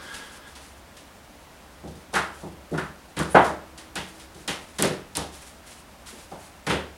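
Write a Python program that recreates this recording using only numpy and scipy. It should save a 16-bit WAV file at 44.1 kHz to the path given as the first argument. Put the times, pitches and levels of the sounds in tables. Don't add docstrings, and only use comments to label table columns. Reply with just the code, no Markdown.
import sys
import numpy as np
from scipy import signal
from scipy.fft import rfft, irfft, next_fast_len
from scipy.io import wavfile
from scipy.ndimage import uniform_filter1d, map_coordinates

SR = 44100
rng = np.random.default_rng(int(sys.argv[2]) if len(sys.argv) > 2 else 0)


def waveform_to_disk(signal):
    frames = np.transpose(np.atleast_2d(signal))
    scaled = np.clip(frames, -1, 1) * 32767
    samples = np.round(scaled).astype(np.int16)
    wavfile.write(sys.argv[1], SR, samples)


N = 307377
TIME = np.arange(N) / SR
AGE = np.arange(SR) / SR
RISE_S = 0.004

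# frequency in Hz, relative level in dB per Hz.
EDGE_SPECTRUM = [(300, -42), (1500, -18.5), (3500, 0), (5500, -2.5), (7500, -5), (10000, -4),
                 (11500, -12.5), (13500, -22), (16000, -38)]


def amp(db):
    return 10 ** (np.asarray(db) / 20)


def unit(x):
    return x / np.sqrt(np.mean(x ** 2) + 1e-20)


def burst(x):
    return unit(x) / np.sqrt(10)


def along(points, hz):
    point_hz, values = np.transpose(points)
    return np.interp(np.log(hz + 1), np.log(point_hz + 1), values)


def filtered(x, response):
    size = next_fast_len(len(x) + 8192)
    spectrum = rfft(x, size) * response(np.fft.rfftfreq(size, 1 / SR))
    return irfft(spectrum, size)[:len(x)]


def noise(spectrum):
    return unit(filtered(rng.standard_normal(N), lambda hz: amp(along(spectrum, hz))))


def narrow(peaks):
    def shape(f):
        return sum(amp(db) / (1 + ((f - hz) / width) ** 2) for hz, width, db in peaks)

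    return unit(filtered(rng.standard_normal(N), shape))


def wobble(rate):
    knots = rng.standard_normal(int(N * rate / SR) + 4)
    return map_coordinates(knots, [TIME * rate])


def envelope(start, attack, hold, t60):
    age = TIME - start
    rising = np.sin(np.pi / 2 * np.clip(age / attack, 0, 1)) ** 2
    return rising * np.exp(-np.log(1000) * np.maximum(age - attack - hold, 0) / t60)


def add(track, s, sound):
    start = max(0, round(s * SR))
    track[start:start + len(sound)] += sound[:max(0, N - start)]


def room_noise():
    # frequency in Hz, relative level in dB per Hz.
    air_spectrum = [(12, -58), (20, -23), (65, -3), (123, -17), (142, -11.5), (285, -12), (357, -15.5),
                    (410, -17.5), (513, -15.5), (590, -13), (660, -14), (949, -16), (2600, -24),
                    (3340, -26.5), (16000, -38)]
    drone = narrow([(67.2, 2.6, 0)])
    return amp(-49.0) * noise(air_spectrum) + amp(-62.5) * drone


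def faint_hum(pitch_hz):
    phase = 2 * np.pi * pitch_hz * TIME + 0.5 * wobble(4.64)
    tone = np.sqrt(2) * np.sin(phase)
    return amp(-56.5) * envelope(start=3.3, attack=0.44, hold=0.5, t60=1.4) * tone


def fading_ring():
    # frequency in Hz, half-width in Hz, relative level in dB.
    whine_peaks = [(1350, 60, -9), (1490, 37, -13), (1648, 38, 2.5), (2060, 70, -11), (3310, 280, -10)]
    # frequency in Hz, relative level in dB per Hz.
    rush_spectrum = [(60, -17), (250, 2), (800, -0.5), (1500, 4.5), (2300, -9), (5000, -6.5), (12000, -47)]
    ring = unit(narrow(whine_peaks) * amp(2.4 * wobble(17.5)))
    rush = noise(rush_spectrum)
    fade = envelope(start=0, attack=1 / SR, hold=0.12, t60=1.92)
    return fade * (amp(-44.5) * ring + amp(-45) * rush)


def rubbing():
    # frequency in Hz, relative level in dB per Hz.
    rub_spectrum = [(200, 0), (900, 1), (2500, 2), (4000, 0), (6500, 0), (10000, 1), (12000, -8),
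                    (16000, -25)]
    # start in seconds, length before release in seconds, level in dB.
    stroke_list = [(0, .06, -49), (.04, 0.3, -50.5), (.46, 0.056, -54.5), (0.603, 0.069, -51.5),
                   (2.297, 0.12, -54.5), (3.26, 0.17, -46), (4.023, 0.15, -52), (4.34, 0.099, -54),
                   (4.553, 0.19, -54), (5.307, 0.067, -45), (5.41, .07, -50), (5.654, 0.062, -46),
                   (6.055, .05, -45), (6.148, 0.097, -53), (6.376, .09, -51.5)]
    rise_share = 0.42
    handling_db = -63

    catches = amp(2.4 * wobble(40) + 0.83 * wobble(900))
    strokes = np.zeros(N)
    for s, length, db in stroke_list:
        strokes += amp(db) * envelope(s, rise_share * length, (1 - rise_share) * length, t60=0.45)
    hiss = np.hypot(strokes, amp(handling_db)) * unit(noise(rub_spectrum) * catches)

    slide = amp(-39.5) * envelope(start=3.28, attack=0.055, hold=0, t60=0.14)
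    sizzle = unit(narrow([(9800, 730, 0)]) * catches)
    return hiss + slide * sizzle


def reverberant(spectrum, early_db, early_t60):
    # frequency in Hz, time to lose 60 dB in seconds.
    room_t60 = [(60, 0.55), (160, 0.52), (420, 0.54), (1100, 0.44), (2900, 0.41), (7700, 0.34),
                (15000, 0.31)]
    coloured = filtered(rng.standard_normal(SR), lambda hz: amp(along(spectrum, hz)))
    hz, t, bands = signal.stft(coloured, SR, nperseg=512)
    decay = amp(-60 * t / along(room_t60, hz)[:, None])
    tail = signal.istft(bands * decay, SR, nperseg=512)[1][:SR]
    return tail * (1 + amp(early_db - 60 * AGE / early_t60))


def snaps(pitch_hz, life, echo_db):
    # time in seconds, level in dB of the click's envelope peak.
    snap_list = [(3.191, -14), (3.233, -24), (3.956, -19.5), (4.8244, 0.5), (4.856, -15.5), (5.1703, -6)]
    pulse = AGE / life * np.exp(1 - AGE / life)
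    click = pulse * np.sin(2 * np.pi * pitch_hz * AGE)
    track = np.zeros(N)
    for s, db in snap_list:
        echo = burst(reverberant(EDGE_SPECTRUM, early_db=-1, early_t60=0.02))
        add(track, s, amp(db) * (click + amp(echo_db) * echo))
    return track


def ringing(modes, scatter_db):
    hz, db, t60 = np.transpose(modes)[:, :, None]
    db = db + scatter_db * rng.standard_normal(hz.shape)
    walks = np.cumsum(rng.standard_normal((len(modes), 101)), axis=1)
    drift = np.array([np.interp(AGE, np.linspace(0, 1, len(walk)), walk) for walk in walks])
    phase = rng.uniform(0, 2 * np.pi, hz.shape) + 0.0089 * np.sqrt(hz) * drift
    decay = np.exp(-np.log(1000) * AGE / t60)
    return np.sum(amp(db) * decay * np.sin(2 * np.pi * hz * AGE + phase), axis=0)


def swell(rise):
    return 1 - np.exp(-AGE / max(rise, 1 / SR))


def thump():
    # frequency in Hz, mean relative level in dB, time to lose 60 dB in seconds.
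    frame_modes = [(72.9, -3.5, 0.81), (99.3, -4.5, 0.49), (143, -5.5, 0.5), (158.4, 7, 0.28),
                   (186, 0, 0.59), (201.5, 2.5, 0.34), (253.8, -6.5, 0.47), (293.2, 3.5, 0.22),
                   (321, -4.5, 0.48), (361.4, -5, 0.22), (448, -10, 0.24), (485, -7, 0.52)]
    # frequency in Hz, relative level in dB per Hz.
    thud_spectrum = [(30, -16), (65, -28), (100, 8), (125, 1), (165, -3), (350, 14), (600, 3), (1200, -48),
                     (4000, -70)]
    modes = burst(ringing(frame_modes, scatter_db=2.5))
    spread = burst(reverberant(thud_spectrum, early_db=6.5, early_t60=0.077))
    return burst((modes + amp(-3.5) * spread) * swell(0.0079) ** 2)


def knock(corner_hz, q, rise):
    # frequency in Hz, mean relative level in dB, undamped time to lose 60 dB in seconds.
    board_modes = [(371, -1, 0.46), (449, -3.5, 0.4), (527, 0, 0.28), (590, -3.5, 0.55), (634, -5, 0.5),
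                   (802.8, 1.5, 0.32), (888, -3, 0.37), (933, 0, 0.27), (1063, -3.5, 0.27),
                   (1153, -3, 0.21), (1270, -5, 0.32), (1292, -6, 0.5), (1414, -1.5, 0.34),
                   (1465, 3.5, 0.24), (1758, -6, 0.18), (1960, -12, 0.48), (2473, 0.5, 0.35),
                   (2623, 1, 0.3), (2820, -0.5, 0.35), (3210, 2.5, 0.23), (3720, 1, .2)]
    # frequency in Hz, relative level in dB per Hz.
    timber_spectrum = [(30, -38), (70, -9), (150, -0.5), (400, -5), (800, 0), (1100, -1), (1500, -0.5),
                       (1950, 0.5), (2400, -2.5), (3200, 1.5), (5000, -6), (10000, -8), (15000, -22)]
    thin_hz = 0.064 * corner_hz * q ** 2
    cushion_hz = 1.36 * corner_hz * (1 + (corner_hz / 1100) ** 2)

    def contact(f):
        bass_cut = (1j * f / (thin_hz + 1j * f)) ** 2
        spring = 1 / (1 - (f / corner_hz) ** 2 + 1j * f / (corner_hz * q))
        cushion = 1 / (1 - (f / cushion_hz) ** 2 + 1j * f / cushion_hz)
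        return bass_cut * spring * cushion

    damping = 8 * (400 / corner_hz) ** 2
    shape = swell(rise) * np.exp(-damping * AGE)
    modes = burst(filtered(ringing(board_modes, scatter_db=2.0) * shape, contact))
    timber = reverberant(timber_spectrum, early_db=-9.0, early_t60=0.022)
    spread = burst(filtered(timber * shape, contact))
    return burst(spread + amp(-6) * modes)


def crack(rise):
    grit = amp(2.0 * unit(uniform_filter1d(rng.standard_normal(SR), size=40)))
    spread = reverberant(EDGE_SPECTRUM, early_db=-16.0, early_t60=0.08)
    return burst(spread * grit * swell(0.017 * rise))


def blows():
    # time in seconds, frame thump in dB, board knock in dB,
    # contact corner in Hz, edge crack in dB.
    blow_list = [ (1.834, -40.5, -46.5, 570, -72), (1.875, -45, -55, 600, -58.5),
                 (1.954, -52.5, -62, 220, -60.5), (2.129, -44, -39, 700, -55),
                 (2.138, -41, -30.5, 1900, -41), (2.153, -38, -24.5, 1480, -37),
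                 (2.428, -38.5, -45, 695, -61), (2.713, -34, -35.5, 364, -59.5),
                 (2.727, -35.5, -35, 400, -61), (2.737, -40, -40, 1200, -59),
                 (2.776, -39, -32.5, 1440, -47), (3.167, -34, -35, 2100, -46),
                 (3.190, -31, -32.5, 1340, -40.5), (3.345, -30, -13, 850, -48),
                 (3.349, -40, -21, 1500, -48), (3.445, -40, -32.5, 1100, -43),
                 (3.955, -39.5, -34.5, 2940, -40.5), (4.346, -50, -55, 398, -57.5),
                 (4.477, -39, -32, 3000, -36), (4.785, -39, -34, 2160, -36), (4.790, -41, -30.5, 360, -60),
                 (4.824, -28.5, -28.5, 2000, -34.5), (4.840, -33, -27.5, 420, -40.5),
                 (5.152, -50, -40.5, 4050, -37.5), (5.170, -36, -35.5, 940, -42),
                 (6.126, -56, -51.5, 350, -72), (6.314, -47, -42, 720, -59),
                 (6.666, -32, -31.5, 2500, -41.5), (6.697, -33.5, -27, 2550, -40.5),
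                 (6.722, -37.5, -33, 450, -52), ]
    # time in seconds, reference level in dB.
    tap_list = [(0.1408, -28), (0.5528, -34), (0.9682, -37), (3.777, -32), (4.1966, -36.5), (6.0606, -35)]
    # contact corner in Hz, resonance Q.
    springiness = [(400, 2.03), (900, 1.31), (1450, 2.07), (2100, 0.71), (4000, 0.89)]
    tap_hz, tap_knock_db, tap_crack_db = 2740, -18.5, -17.5

    track = np.zeros(N)
    for s, thump_db, knock_db, corner_hz, crack_db in blow_list:
        frame = amp(thump_db) * thump()
        boards = amp(knock_db) * knock(corner_hz, along(springiness, corner_hz), RISE_S)
        edge = amp(crack_db) * crack(RISE_S)
        add(track, s, frame + boards + edge)
    for s, db in tap_list:
        boards = amp(db + tap_knock_db) * knock(tap_hz, along(springiness, tap_hz), RISE_S)
        edge = amp(db + tap_crack_db) * crack(RISE_S)
        add(track, s, boards + edge)
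    return track


def scene():
    background = room_noise() + faint_hum(pitch_hz=323) + fading_ring()
    joints = snaps(pitch_hz=8970, life=0.00009, echo_db=-40.0)
    return (background + rubbing() + joints + blows())[None]


def record(dry):
    clipped = np.clip(dry[0], -1, 1)
    return filtered(clipped, lambda hz: hz < 16200)[None]


dry = scene()
out = record(dry)
waveform_to_disk(out)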